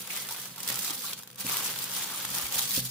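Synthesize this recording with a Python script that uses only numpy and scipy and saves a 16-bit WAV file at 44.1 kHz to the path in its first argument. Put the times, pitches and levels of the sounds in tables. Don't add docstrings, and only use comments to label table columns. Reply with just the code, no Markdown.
import sys
import numpy as np
from scipy import signal
from scipy.fft import rfft, irfft, next_fast_len
from scipy.io import wavfile
from scipy.ndimage import uniform_filter1d

SR = 44100
rng = np.random.default_rng(int(sys.argv[2]) if len(sys.argv) > 2 else 0)


def put_to_file(sound):
    columns = np.atleast_2d(sound).T
    safe = np.clip(columns, -1, 1)
    whole_steps = np.round(safe * 32767)
    wavfile.write(sys.argv[1], SR, whole_steps.astype(np.int16))


def field_ratio(decibels):
    return 10 ** (np.asarray(decibels, dtype=float) / 20)


N = 127890
T = np.arange(N) / SR

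# start_s, effort_db, sliding_db, table_load_db
HANDS = [(0, -41.5, -9, -1), (.05, -50, -1, 1), (.11, -41.5, -4, -3), (.47, -45, -5, 0),
         (.55, -53.5, -1.5, -0.5), (.64, -41.5, -1.5, 2.5), (1.0, -41, -10, 3), (1.14, -45.5, -3.5, -2.5),
         (1.155, -61, -3.5, 2), (1.265, -59, -3.5, 1), (1.365, -69, 8, 5), (1.39, -49.5, -2.5, 2),
         (1.77, -40.5, -3, 1.5), (2.27, -40.5, -5, 1), (2.5, -41.5, -3, 1), (2.7, -34, -15, 3),
         (2.82, -40.5, -12.5, 7.5), (2.9, -41, -14, -12)]
# middle_s, half_length_s, level_db
FOLDS = [(0.158, 0.035, -39), (0.306, 0.013, -45), (0.37, 0.024, -42.5), (0.517, 0.0063, -46),
         (0.707, 0.029, -37.5), (0.775, 0.023, -41.5), (0.889, 0.061, -34.5), (1.06, 0.063, -39.5),
         (1.187, 0.021, -45.5), (1.408, 0.022, -38), (1.521, 0.059, -32.5), (1.645, 0.077, -34.5),
         (1.97, 0.026, -34.5), (2.026, 0.026, -37.5), (2.165, 0.047, -39), (2.318, 0.023, -43.5),
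         (2.37, 0.036, -34), (2.427, 0.017, -36), (2.579, 0.039, -33), (2.589, 0.0072, -27),
         (2.64, 0.026, -32), (2.732, 0.018, -37), (2.252, 0.0044, -33.5), (2.795, .012, -38.5),
         (2.77, 0.028, -27.5)]
# start_s, peak_db, body_db
SNAPS = [(0.163, -19.5, -32), (0.2875, -19.5, -8), (0.5601, -27.5, -19), (0.5801, -25.5, -3),
         (0.603, -23.5, -6), (0.6305, -19.5, -26), (0.6759, -14.5, -10), (0.7233, -17.5, -30),
         (0.7562, -16.5, -31), (0.7901, -16, -30), (1.1318, -18.5, -23), (1.1772, -36, -17),
         (1.2326, -28.5, -6), (1.274, -32, 0), (1.3014, -35, 0), (1.3573, -30.5, -15), (1.385, -33, -10),
         (1.4067, -22, -23), (1.4651, -17.5, -2.5), (1.7873, -18.5, -28), (1.8402, -16.5, -35),
         (1.9435, -43, 6), (2.0223, -26, -22), (2.2503, -19, -14), (2.3491, -17, -20), (2.4653, -20.5, -3),
         (2.5232, -16.5, -36), (2.5431, -17, -24), (2.6249, -17, -30), (2.7606, -24.5, -30),
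         (.0592, -38, -10), (.0732, -23.5, -36), (.108, -24, -20), (.172, -19.5, -24), (.2374, -36, -14),
         (.297, -33, -16), (.309, -24, -2), (.416, -26, -16), (.455, -24.5, -11), (.819, -25, -22),
         (.861, -32, -15), (.966, -30, -20), (1.19, -28, -16), (1.312, -35, -14), (1.675, -26, -18),
         (1.9145, -22, -12), (1.9594, -30, -14), (2.034, -25, -16), (2.3022, -19.5, -28),
         (2.4179, -35, -16), (2.5551, -16, -25), (2.589, -12.5, -24), (2.801, -18, -30), (2.851, -22, -24)]
# start_s, peak_db, body_db
TICKS = [(0.3234, -20, -20), (0.6874, -14.5, -15), (0.7012, -16, -1.5), (0.7423, -16, -27),
         (0.7738, -24.5, -20), (0.8459, -18.5, -7), (0.9064, -23, -5), (1.3294, -36.5, -1),
         (1.3448, -38, -14), (1.4964, -18.5, 3), (1.5694, -12.5, -17), (1.9646, -35, -17),
         (2.3835, -14, -23), (2.581, -19, -23), (2.7074, -16, -23), (1.224, -30, -16), (1.2405, -40, -13),
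         (1.375, -40, -14), (2.5275, -28, -22), (1.948, -30, -6)]
# middle_s, half_length_s, pitch_hz, level_db
POCKETS = [(0.107, 0.0058, 2450, -41), (.16, 0.08, 2100, -53.5), (0.313, 0.006, 940, -44),
           (0.698, 0.02, 2000, -47), (0.906, 0.0062, 1055, -42), (0.265, 0.012, 1830, -49.5),
           (1.045, 0.014, 1240, -47.5), (1.133, 0.0067, 3350, -41.5), (1.535, 0.049, 1190, -43.5),
           (2.142, 0.028, 1220, -48), (2.565, 0.031, 824, -47.5), (.365, .03, 1750, -57),
           (0.586, 0.015, 960, -51), (.85, 0.0094, 1310, -57), (1.088, 0.015, 4000, -46.5),
           (1.49, 0.011, 2380, -48.5), (1.67, .012, 4650, -49), (1.918, 0.011, 1250, -47),
           (1.98, .03, 1130, -49), (2.21, 0.012, 1400, -51.5), (2.252, .01, 1250, -50),
           (2.46, 0.017, 2160, -48), (2.525, 0.0049, 3400, -45), (2.578, 0.0048, 2930, -48)]
# start_s, peak_db, knock_hz, push_db, ring_db
THUDS = [(.004, -45, 185, -42, -4), (0.513, -42, 190, -30, -18), (0.701, -35.5, 216, -30, -9),
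         (0.905, -33, 305, -39, -23), (1.061, -62, 200, 16, -9), (1.39, -57, 202, 14, -6),
         (1.447, -30, 250, -14, -9), (1.47, -57, 200, 19, -15), (1.56, -46, 261, -20, -1.5),
         (2.273, -53, 200, 13, -7), (2.31, -41, 220, 5, -6), (2.434, -50, 200, 23, -3),
         (2.56, -42, 204, 12, -1.5), (2.85, -59, 200, 20, -8), (2.7757, -24.5, 263, -2, -6.5)]
# frequency_hz, density_db
PAPER_COLOUR = [(1500, -7), (2400, -6.5), (3300, 0), (9000, 0.5), (13000, 0), (15300, 2.5)]
# frequency_hz, density_db
SLIDE_COLOUR = [(250, -6), (500, -2.5), (650, -7), (850, -1), (1250, -0.5), (2000, -5), (3200, -3),
                (6000, -15)]
# pitch_hz, level_db, t60_s
TABLE_MODES = [(127.5, -7, 0.66), (173, -9, 0.57), (191, 0.5, 0.19), (245.5, -7, 0.3), (505.7, -4, 0.098),
               (850, -18, 0.11)]
# frequency_hz, t60_s
ROOM_DECAY = [(200, 0.58), (1000, 0.21), (5000, 0.15), (14000, 0.057)]
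# frequency_hz, density_db
AIR_COLOUR = [(40, -10), (100, -12), (300, -4), (520, -9), (2330, -8), (5400, -43), (15500, -27)]
# frequency_hz, side_minus_mid_db
WIDTH = [(60, -22), (150, -11.5), (380, -8), (950, -8.5), (2380, -2), (5980, 0.5), (15000, 0.5)]
# start_s, left_minus_right_db
PAN = [
    (0.0, -1.5),
    (0.09, 0),
    (0.8, -2.0),
    (1.52, 0),
    (2.83, -0.5),
    (2.86, -1.5),
    (2.9, 1.5),
]
# frequency_hz, gain_db
OVERALL_RESPONSE = [(20, -24), (50, -14.5), (95, -9.5), (120, -2), (15450, 2), (15850, -19), (16000, -69)]

CREASES_PER_S = 700
CRACKLE_DB, RUSTLE_DB, SLIDE_DB, SNAP_DB = -7.5, -6, -2.3, -13
HUM_DB, THUD_DB, KNOCK_DB = -54, -1, 2.5
REVERB_DB, AIR_DB = -9.5, -70


def evened(x):
    return x / np.sqrt(np.mean(x ** 2) + 1e-20)


def add(mix, s, sound):
    part = mix[..., max(round(s * SR), 0):][..., :sound.shape[-1]]
    part += sound[..., :part.shape[-1]]


def read(points, hz):
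    f, value = np.transpose(points)
    return np.interp(np.log(hz + 1), np.log(f + 1), value)


def colour(x, points):
    n = next_fast_len(x.shape[-1])
    gain = field_ratio(read(points, np.fft.rfftfreq(n, 1 / SR)))
    return irfft(rfft(x, n) * gain, n)[..., :x.shape[-1]]


def noise():
    return rng.standard_normal((2, N))


def wander(seconds):
    size = max(int(seconds * SR), 1)
    return evened(uniform_filter1d(uniform_filter1d(rng.standard_normal(N), size), size))


def hands(column):
    return np.interp(T, np.transpose(HANDS)[0], np.transpose(HANDS)[column])


def effort(fold_share):
    power = field_ratio(2 * hands(1))
    for middle, half, db in FOLDS:
        power = power + fold_share * field_ratio(2 * db) * np.exp(-((T - middle) / half) ** 4)
    return np.sqrt(power)


def paper():
    snaps, bodies = snapping_creases()
    unit = rng.standard_normal(N)
    bright = colour(effort(0.63) * crackle() + snaps, [(700, -11), *PAPER_COLOUR])
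    bright = bright / colour(unit, PAPER_COLOUR).std()
    dull = colour(sliding() + bodies, SLIDE_COLOUR) / colour(unit, SLIDE_COLOUR).std()
    return bright + dull + air_pockets()


def crackle():
    size = field_ratio(2 * np.minimum(rng.exponential(1, N), 3.5))
    size = size * (rng.random(N) < CREASES_PER_S / SR * field_ratio(1.5 * wander(0.008)))
    kind = rng.integers(0, 40, N)
    creases = np.zeros((2, N))
    for k in range(40):
        grain = burst(0.00057 * 5 ** rng.random(), 2000 * 7 ** rng.random(), 9.2)
        grain = grain / np.linalg.norm(grain)
        creases += signal.oaconvolve((size * (kind == k))[None], grain, axes=1)[:, :N]
    rustle = noise() * field_ratio(2.9 * wander(0.01) + 0.27 * wander(0.019))
    return patchy(field_ratio(CRACKLE_DB) * evened(creases) + field_ratio(RUSTLE_DB) * evened(rustle))


def burst(seconds, hz, tilt_db, rise=0.73):
    t = np.arange(int(0.055 * SR)) / max(seconds * SR, 4)
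    x = colour(rng.standard_normal((2, len(t))), [(hz / 2, 0), (hz, tilt_db), (hz * 2, 0)])
    peak_to_one = (1 + rise) * (1 + 1 / rise) ** rise
    return evened(x) * (1 - np.exp(-t / rise)) * np.exp(-t) * peak_to_one


def patchy(x):
    z = signal.stft(x, nperseg=256)[2]
    field = rng.standard_normal(z.shape[:0:-1])
    field = uniform_filter1d(field, size=5, axis=0)
    field = uniform_filter1d(field, size=7, axis=1).T
    z = z * field_ratio(1.6 * evened(field))
    return evened(signal.istft(z, nperseg=256)[1][:, :N])


def snapping_creases():
    snaps, bodies = np.zeros((2, N)), np.zeros((2, N))
    for rows, seconds in ((SNAPS, 0.0022), (TICKS, 0.0015)):
        for s, db, body_db in rows:
            snap = burst(seconds, 3000 * 4 ** rng.random(), 1.5, rise=0.7)
            add(snaps, s, field_ratio(db + SNAP_DB) * snap)
            add(bodies, s, field_ratio(db + body_db + SNAP_DB) * burst(0.5 * seconds, 1200, 0))
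    return snaps, bodies


def sliding():
    rub = noise() * field_ratio(2.8 * wander(0.0037) + 0.84 * wander(0.073))
    return effort(0.5) * field_ratio(hands(2) + SLIDE_DB) * evened(rub)


def air_pockets():
    out = np.zeros((2, N))
    grain = noise() * field_ratio(2.5 * wander(0.0046))
    t = np.arange(-6000, 6000) / SR
    width = 1.85
    for middle, half, hz, db in POCKETS:
        part = np.take(grain, np.round((middle + t) * SR).astype(int), axis=1, mode="wrap")
        band = colour(part, [(hz / width, -30), (hz, 0), (hz * width, -30)])
        sound = field_ratio(db) * evened(band) * np.exp(-(t / half) ** 2)
        start = middle + t[0]
        add(out, start, sound[:, max(-round(start * SR), 0):])
    return out


def table():
    t = np.arange(SR) / SR
    ring = sum(field_ratio(db - 60 * t / t60) * np.sin(2 * np.pi * hz * t) for hz, db, t60 in TABLE_MODES)
    return hum(ring) + thuds(ring, t)


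def hum(ring):
    shake = noise() * field_ratio(0.17 * (hands(1) + 33) + hands(3) + 0.77 * wander(0.029))
    return field_ratio(HUM_DB) * signal.fftconvolve(shake, ring[None] / np.linalg.norm(ring), axes=1)[:, :N]


def thuds(ring, t):
    out = np.zeros((2, N))
    boom = 0.55 * np.sin(2 * np.pi * TABLE_MODES[0][0] * t)
    boom = boom * np.exp(-t / 0.09) * (1 - np.exp(-t / 0.049))
    modes = 1.6 * ring / abs(ring).max() + boom
    for s, db, hz, push_db, ring_db in THUDS:
        knock = np.sin(2 * np.pi * hz * t) + 0.14 * np.sin(3.8 * np.pi * hz * t)
        knock = field_ratio(KNOCK_DB) * np.exp(-t / 0.0055) * knock
        push = field_ratio(push_db) * np.sin(2 * np.pi * 62 * t)
        push = push * np.exp(-t / 0.019) * (1 - np.exp(-t / 0.0069))
        hit = -(field_ratio(ring_db) * modes + knock) * (1 - np.exp(-t / 0.0018))
        add(out, s, field_ratio(db + THUD_DB) * np.outer([1, -0.4], hit + push))
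    return out


def room(x):
    out = np.zeros((2, N))
    at = np.arange(120, SR // 2 - 20, 20)
    for k in range(3):
        taps = np.zeros((2, SR // 2))
        places = at + rng.integers(0, 20, (2, len(at)))
        np.put_along_axis(taps, places, rng.choice([-1., 1.], (2, len(at))), 1)
        hz, t, z = signal.stft(taps, SR, nperseg=256)
        z = z * field_ratio(-60 * t / read(ROOM_DECAY, hz)[:, None])
        tail = signal.istft(z, SR, nperseg=256)[1]
        turn = np.sqrt(2 / 3) * np.cos(2 * np.pi * (9 * T + k / 3))
        out += signal.fftconvolve(x * turn, tail / np.linalg.norm(tail[0]), axes=1)[:, :N]
    return out


def air():
    return field_ratio(AIR_DB) * evened(colour(noise(), AIR_COLOUR))


def scene():
    sheet = paper()
    mid, side = sheet + field_ratio(REVERB_DB) * room(sheet) + table() + air()
    side = colour(side, WIDTH)
    pan = np.interp(T, *np.transpose(PAN))
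    left = (mid + side) * field_ratio(1.16 + pan / 2)
    right = (mid - side) * field_ratio(1.03 - pan / 2)
    return np.array([left, right])


def band_limit(x):
    return signal.sosfilt(signal.butter(12, 16720, fs=SR, output="sos"), x)


def record(dry):
    mix = colour(dry, OVERALL_RESPONSE)
    return band_limit(mix)


dry = scene()
out = record(dry)
put_to_file(out)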